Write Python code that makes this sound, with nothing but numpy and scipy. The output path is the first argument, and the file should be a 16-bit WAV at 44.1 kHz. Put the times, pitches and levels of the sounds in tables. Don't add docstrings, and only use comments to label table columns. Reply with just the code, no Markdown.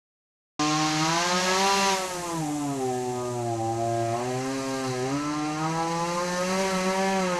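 import sys
import numpy as np
from scipy import signal
from scipy.fft import rfft, irfft, next_fast_len
from scipy.io import wavfile
from scipy.ndimage import uniform_filter1d, map_coordinates

SR = 44100
rng = np.random.default_rng(int(sys.argv[2]) if len(sys.argv) > 2 else 0)


def bounce(signal):
    frames = np.transpose(np.atleast_2d(signal))
    limited = np.clip(frames, -1, 1)
    pcm = np.round(limited * 32767).astype(np.int16)
    wavfile.write(sys.argv[1], SR, pcm)


N = 325899
TIME = np.arange(N) / SR


def amp(db):
    return 10 ** (np.asarray(db) / 20)


def unit(x):
    return x / np.sqrt(np.mean(x ** 2) + 1e-20)


def levelled(x, size=3500):
    power = uniform_filter1d(uniform_filter1d(x ** 2, size), size)
    return x / np.sqrt(np.abs(power) + 1e-12)


def along(points, hz):
    f, v = np.transpose(points)
    return np.interp(np.log(hz + 1), np.log(f + 1), v)


def curve(points):
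    return np.interp(TIME, *np.transpose(points))


def chance(clock):
    return map_coordinates(rng.standard_normal(4096), [clock], mode="mirror")


def filtered(x, response):
    size = next_fast_len(N + SR // 2)
    hz = np.fft.rfftfreq(size, 1 / SR)
    return irfft(rfft(x, size) * response(hz), size)[:N]


def coloured(x, spectrum):
    return unit(filtered(x, lambda hz: amp(along(spectrum, hz))))


def peak(hz, centre, width):
    return 1 / (1 + (2 * (hz - centre) / width) ** 2)


def gas(turns, depth):
    return unit(rng.standard_normal(N) * np.exp(depth * np.cos(2 * np.pi * turns)))


def firings(turns, jitter, scatter_db, count=34):
    phase = 2 * np.pi * (turns + jitter * chance(turns))
    pulses = sum(np.cos(k * phase) for k in range(5, count))
    return unit(pulses * amp(scatter_db * chance(turns)))


# f/Hz, level/dB
AIR_COLOUR = [(20, -21), (40, -1), (70, 5), (110, 1), (250, 3), (500, 1.5), (900, 2), (1500, -13),
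              (4000, -34)]
def air(revs):
    level_db = -48.5 + 2 * chance(TIME * 5)
    return np.sqrt(revs) * amp(level_db) * coloured(rng.standard_normal(N), AIR_COLOUR)


# f/Hz, t/s
ECHO_FADE = [(150, .25), (1000, 0.42), (4000, 0.52), (12000, 0.16)]
def among_trees(x, wet_db):
    hz, t, noise = signal.stft(rng.standard_normal(SR // 2), SR, nperseg=256)
    fade = amp(-60 * t / along(ECHO_FADE, hz)[:, None])
    _, tail = signal.istft(noise * fade, SR, nperseg=256)
    echo = signal.fftconvolve(x, np.pad(tail, (SR // 200, 0)))[:N]
    return unit(unit(x) + amp(wet_db) * unit(echo))


def off_limbs(x, echo_db, count=8):
    delays = rng.integers(SR // 1000, SR // 80, count)
    return unit(x + amp(echo_db) * sum(np.roll(x, d) for d in delays))


# t/s, level/dB
SIZZLE_LEVEL = [(0.6, -45), (1.8, -38.5), (2.5, -42.5), (3.7, -47), (4.75, -44), (5.4, -48.5),
                (6.65, -41.5), (7.39, -45)]
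# f/Hz, level/dB
SIZZLE_COLOUR = [(1500, -9.5), (3400, -5), (4700, -8.5), (6000, -0.5), (7300, 2), (8500, -3.5),
                 (10200, -8.5), (11400, -10), (12600, -17.5), (14200, -28)]
def chain_sizzle(turns):
    level_db = curve(SIZZLE_LEVEL)
    sizzle = coloured(gas(turns, depth=0.07) * amp(0.78 * chance(TIME * 200)), SIZZLE_COLOUR)
    treble = filtered(sizzle, lambda hz: np.interp(hz, [8500, 10500], [0, 1]))
    treble_db = 0.83 * (level_db - level_db.mean())
    sizzle += treble * (amp(treble_db) - 1)
    return amp(level_db) * off_limbs(sizzle, echo_db=-21.5)


# t/s, level/dB
CUT_LEVEL = [(2.1, -32.5), (2.5, -55), (3.7, -54.5), (4.65, -43.5), (5.55, -45.5), (6.6, -39), (7.39, -43)]
# f/Hz, level/dB
CUT_COLOUR = [(1500, -5), (3200, -21.5), (3650, -15.5), (3900, -0.5), (4700, -1.5), (5300, -4), (5900, -1),
              (6500, -1), (7200, -24.5), (9000, -16), (14000, -52)]
def wood_cut(turns):
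    fade_in = np.interp(TIME, [2.0, 2.5], [0, 1])
    teeth = among_trees(firings(turns, jitter=0.0018, scatter_db=6.5, count=42), wet_db=24)
    hiss = gas(turns, depth=0.07) * amp(1.5 * chance(TIME * 250))
    cut = coloured(hiss + amp(-14.5) * teeth, CUT_COLOUR)
    return fade_in * amp(curve(CUT_LEVEL) + 1.5) * off_limbs(cut, echo_db=-17)


# f/Hz, level/dB
ROAR_COLOUR = [(900, -12), (1600, -3), (2500, -1), (3600, 0.5), (4200, 2.5), (4700, 1), (6500, 1.5),
               (7000, -5), (8000, -15), (14000, -49)]
def throttle_roar(turns, revs, bite_s=1.92, fall_db_per_s=86):
    level_db = -31.5 + 5.5 * np.log2(revs) - fall_db_per_s * np.maximum(TIME - bite_s, 0)
    roar = coloured(gas(turns, depth=0.068) * amp(0.21 * chance(TIME * 250)), ROAR_COLOUR)
    return amp(level_db) * off_limbs(roar, echo_db=-19)


# middle t/s, harmonic number, top level/dB, rise or fall t/s
FLARE_TONES = [(0.72, 7, -31.5, 0.48), (1.22, 9, -35.5, 0.37), (1.499, 9, -31, 0.11),
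               (1.764, 21, -34, 0.16), (1.798, 14, -38, 0.19), (2.347, 6, -36, 0.16),
               (2.93, 6, -36.5, 0.17), (2.99, 14, -52, 0.3), (3.255, 10, -40, 0.17), (3.64, 7, -30, .22),
               (4.0, 14, -46, .2), (4.183, 9, -37, .07), (4.67, 12, -45, .38), (5.229, 9, -34.5, 0.2),
               (5.491, 9, -37.5, .2), (6.34, 10, -41, 0.22), (7.08, 9, -34.5, .18)]
def flares(turns):
    sound = np.zeros(N)
    for middle_s, harmonic, db, rise_s in FLARE_TONES:
        near = np.abs(TIME - middle_s) < rise_s
        swell = np.cos(np.pi / 2 * (TIME[near] - middle_s) / rise_s) ** 2
        phase = 2 * np.pi * harmonic * turns[near] + 0.65 * chance(TIME[near] * 25)
        sound[near] += amp(db) * swell * np.cos(phase)
    return sound


# f/Hz, width/Hz, level/dB
CASING_PEAKS = [(1110, 21, -8), (1630, 35, -9.5), (1750, 40, -11), (1903, 24, -12), (2112, 25, -13),
                (2741, 39, -10.5), (4100, 16, -8)]
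# t/s, level/dB
WHINE_AND_RASP_LEVEL = [(0.6, -34.5), (1.4, -30), (1.92, -28.5), (2.04, -37), (2.56, -47), (3.75, -49.5),
                        (4, -43), (4.3, -39.5), (5.55, -38), (6.24, -36.5), (6.6, -31), (7.39, -33)]
def casing_whine(turns, speed_hz):
    sound = np.zeros(N)
    for k in range(7, 24):
        gain = sum(amp(db) * peak(k * speed_hz, hz, width) for hz, width, db in CASING_PEAKS)
        sound += gain * np.sin(2 * np.pi * k * turns + 0.67 * chance(TIME * 22))
    return amp(curve(WHINE_AND_RASP_LEVEL)) * sound


# f/Hz, level/dB
RASP_COLOUR = [(1000, -34), (1450, 2), (1560, 6), (1700, 7.5), (1800, 4), (2100, 7), (2300, 1), (2720, 4),
               (2870, -2), (3050, 0.5), (3400, -7), (4500, -23), (8000, -53)]
def exhaust_rasp(turns, pulses):
    flow = among_trees(pulses, wet_db=15) + amp(3) * gas(turns, depth=0.17)
    return amp(curve(WHINE_AND_RASP_LEVEL) - 4.5) * levelled(coloured(flow, RASP_COLOUR))


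def ring(x, peaks, band_hz):
    def response(f):
        return sum((-1) ** k * amp(db) * 1j * f * width / (hz * hz - f * f + 1j * f * width)
                   for k, (hz, width, db) in enumerate(peaks))
    band = signal.butter(3, band_hz, "band", fs=SR, output="sos")
    return levelled(signal.sosfilt(band, filtered(x, response)))


def in_tune(speed_hz, peaks):
    speeds = np.linspace(speed_hz.min(), speed_hz.max(), 256)
    power = sum(amp(db) ** 2 * peak(k * speeds, hz, width)
                for k in range(5, 13) for hz, width, db in peaks)
    return np.interp(speed_hz, speeds, 10 * np.log10(power))


# f/Hz, width/Hz, level/dB
CAN_PEAKS = [(575.5, 117, 3.5), (707, 45, 10), (785.5, 59, 6.5), (894, 165, -10.5)]
OUTLET_PEAKS = [(975, 120, 0.5), (1107, 44, -1.5), (1211, 102, -3.5), (1357, 43, -14.5)]
# t/s, level/dB
CAN_LEVEL = [(0.6, -30), (1.45, -30), (1.8, -39), (2.56, -34.5), (2.9, -34.5), (3.35, -32), (3.56, -26.5),
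             (4.1, -27), (4.3, -32.5), (4.7, -38), (5.09, -34), (5.22, -50), (5.43, -33.5), (5.8, -30),
             (6.35, -33.5), (7.1, -54), (7.33, -28.5)]
OUTLET_LEVEL = [(0.6, -30), (1.9, -23), (2, -31.5), (2.23, -37), (2.31, -34.5), (2.44, -46), (2.7, -38),
                (3.02, -51), (3.25, -39), (3.6, -45.5), (4.08, -42), (4.17, -38), (4.3, -39.5),
                (4.86, -33.5), (4.98, -41.5), (5.2, -35), (5.8, -29.5), (7.39, -29.5)]
def muffler(turns, revs, speed_hz, pulses):
    waver_db = lambda: 1.5 * chance(TIME * 14)
    bark_db = curve(CAN_LEVEL) + 0.17 * in_tune(speed_hz, CAN_PEAKS) + waver_db()
    snarl_db = curve(OUTLET_LEVEL) + 0.24 * in_tune(speed_hz, OUTLET_PEAKS) + waver_db()
    rush = revs * gas(turns, depth=0.23)
    bark = ring(among_trees(pulses, wet_db=0) + amp(-23) * rush, CAN_PEAKS, band_hz=(540, 900))
    snarl = ring(among_trees(pulses, wet_db=5.5) + amp(-11.5) * rush, OUTLET_PEAKS, band_hz=(910, 1410))
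    return amp(bark_db - 4.5) * bark + amp(snarl_db - 5) * snarl


# f/Hz, level/dB
DRONE_COLOUR = [(116.0, -44), (124.0, -45.5), (128.0, -33), (134.0, -46.5), (139.0, -33.5), (148.0, -46),
                (159.0, -31.5), (171.0, -41.5), (188.0, -33.5), (198.0, -37), (228.0, -41.5),
                (285.0, -24.5), (340.0, -31.5), (360.0, -33.0), (385.0, -28.5), (415.0, -37.5),
                (440.0, -52), (535.0, -44.5), (575.0, -45.5), (610.0, -53), (680.0, -41), (725.0, -47),
                (780.0, -35)]
# t/s, level/dB
HARMONIC_1 = [(0.6, 3.5), (1.85, -1.5), (2.12, -15), (2.42, 1), (2.95, -3), (3.4, 8.5), (4.1, 10),
              (4.3, -2), (6.3, 0.5), (6.6, 3.5), (7.39, 3.5)]
HARMONIC_2 = [(0.6, -2.7), (1.9, -2), (2.08, -13.5), (2.3, -4), (5.4, -3.7), (6.1, -6), (7.39, -3)]
HARMONIC_3 = [(0.6, 11), (1, -2), (1.3, 9.5), (1.9, 10.5), (2.55, -1), (4.1, -0.7), (4.3, -5), (4.9, -3.5),
              (6.1, 12.5), (7.39, 14)]
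HARMONIC_4 = [(0.6, 11), (4.1, -8.7), (4.3, 5), (5.7, 6), (6.1, -6), (7.2, 6.5), (7.39, -10)]
def drone(turns, revs, speed_hz):
    sound = np.zeros(N)
    for k, levels in enumerate([HARMONIC_1, HARMONIC_2, HARMONIC_3, HARMONIC_4], 1):
        flutter_db = revs * (0.5 * chance(turns) + 1.2 * chance(TIME * 22))
        direct = amp(curve(levels) + along(DRONE_COLOUR, k * speed_hz) + flutter_db)
        drift = chance(TIME * 32) + 1j * chance(TIME * 32)
        scattered = amp(-46) * revs ** 2 * drift / k
        phase = 2 * np.pi * k * turns - 0.886 * k * k
        sound += np.sqrt(2) * np.real((direct + scattered) * np.exp(1j * phase))
    return sound


# t/s, f/Hz
ENGINE_SPEED = [(0.6, 150.0), (0.81, 154.8), (0.98, 154.5), (1.26, 177.5), (1.55, 187.4), (1.62, 194.2),
                (1.71, 197.7), (1.88, 194.7), (2.26, 172), (2.38, 162.4), (2.47, 147.4), (2.55, 148.7),
                (2.75, 137), (2.81, 130.3), (2.91, 126.1), (3.32, 122.4), (3.44, 118.1), (3.59, 112.5),
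                (3.83, 115.8), (4.1, 115.2), (4.29, 127.6), (4.32, 126.4), (4.53, 135.1), (4.82, 132.1),
                (4.95, 126.1), (5.01, 125.7), (5.16, 143.3), (5.2, 146.2), (5.33, 150.1), (5.52, 152),
                (5.71, 162.6), (5.97, 168.3), (6.25, 177.9), (6.4, 179.8), (6.61, 192.8), (6.71, 189.6),
                (6.8, 184.4), (6.91, 189.6), (7.1, 193.2), (7.18, 190.6), (7.29, 179.2), (7.39, 174.5)]
def scene():
    speed_hz = curve(ENGINE_SPEED)
    revs = speed_hz / speed_hz.mean()
    wobble = 1 + 0.0013 * chance(TIME * 30)
    turns = np.cumsum(speed_hz * wobble) / SR
    engine = drone(turns, revs, speed_hz)
    pulses = firings(turns, jitter=0.0015, scatter_db=0.5)
    engine += muffler(turns, revs, speed_hz, pulses) + exhaust_rasp(turns, pulses)
    engine += casing_whine(turns, speed_hz) + flares(turns) + throttle_roar(turns, revs)
    chain = wood_cut(turns) + chain_sizzle(turns)
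    return np.tile(air(revs) + chain + engine, (2, 1))


def record(dry):
    start_s, top_hz = 0.593, 14200
    fade_in = np.clip((TIME - start_s) / 0.002, 0, 1)
    return np.array([filtered(x * fade_in, lambda hz: hz < top_hz) for x in dry])


dry = scene()
out = record(dry)
bounce(out)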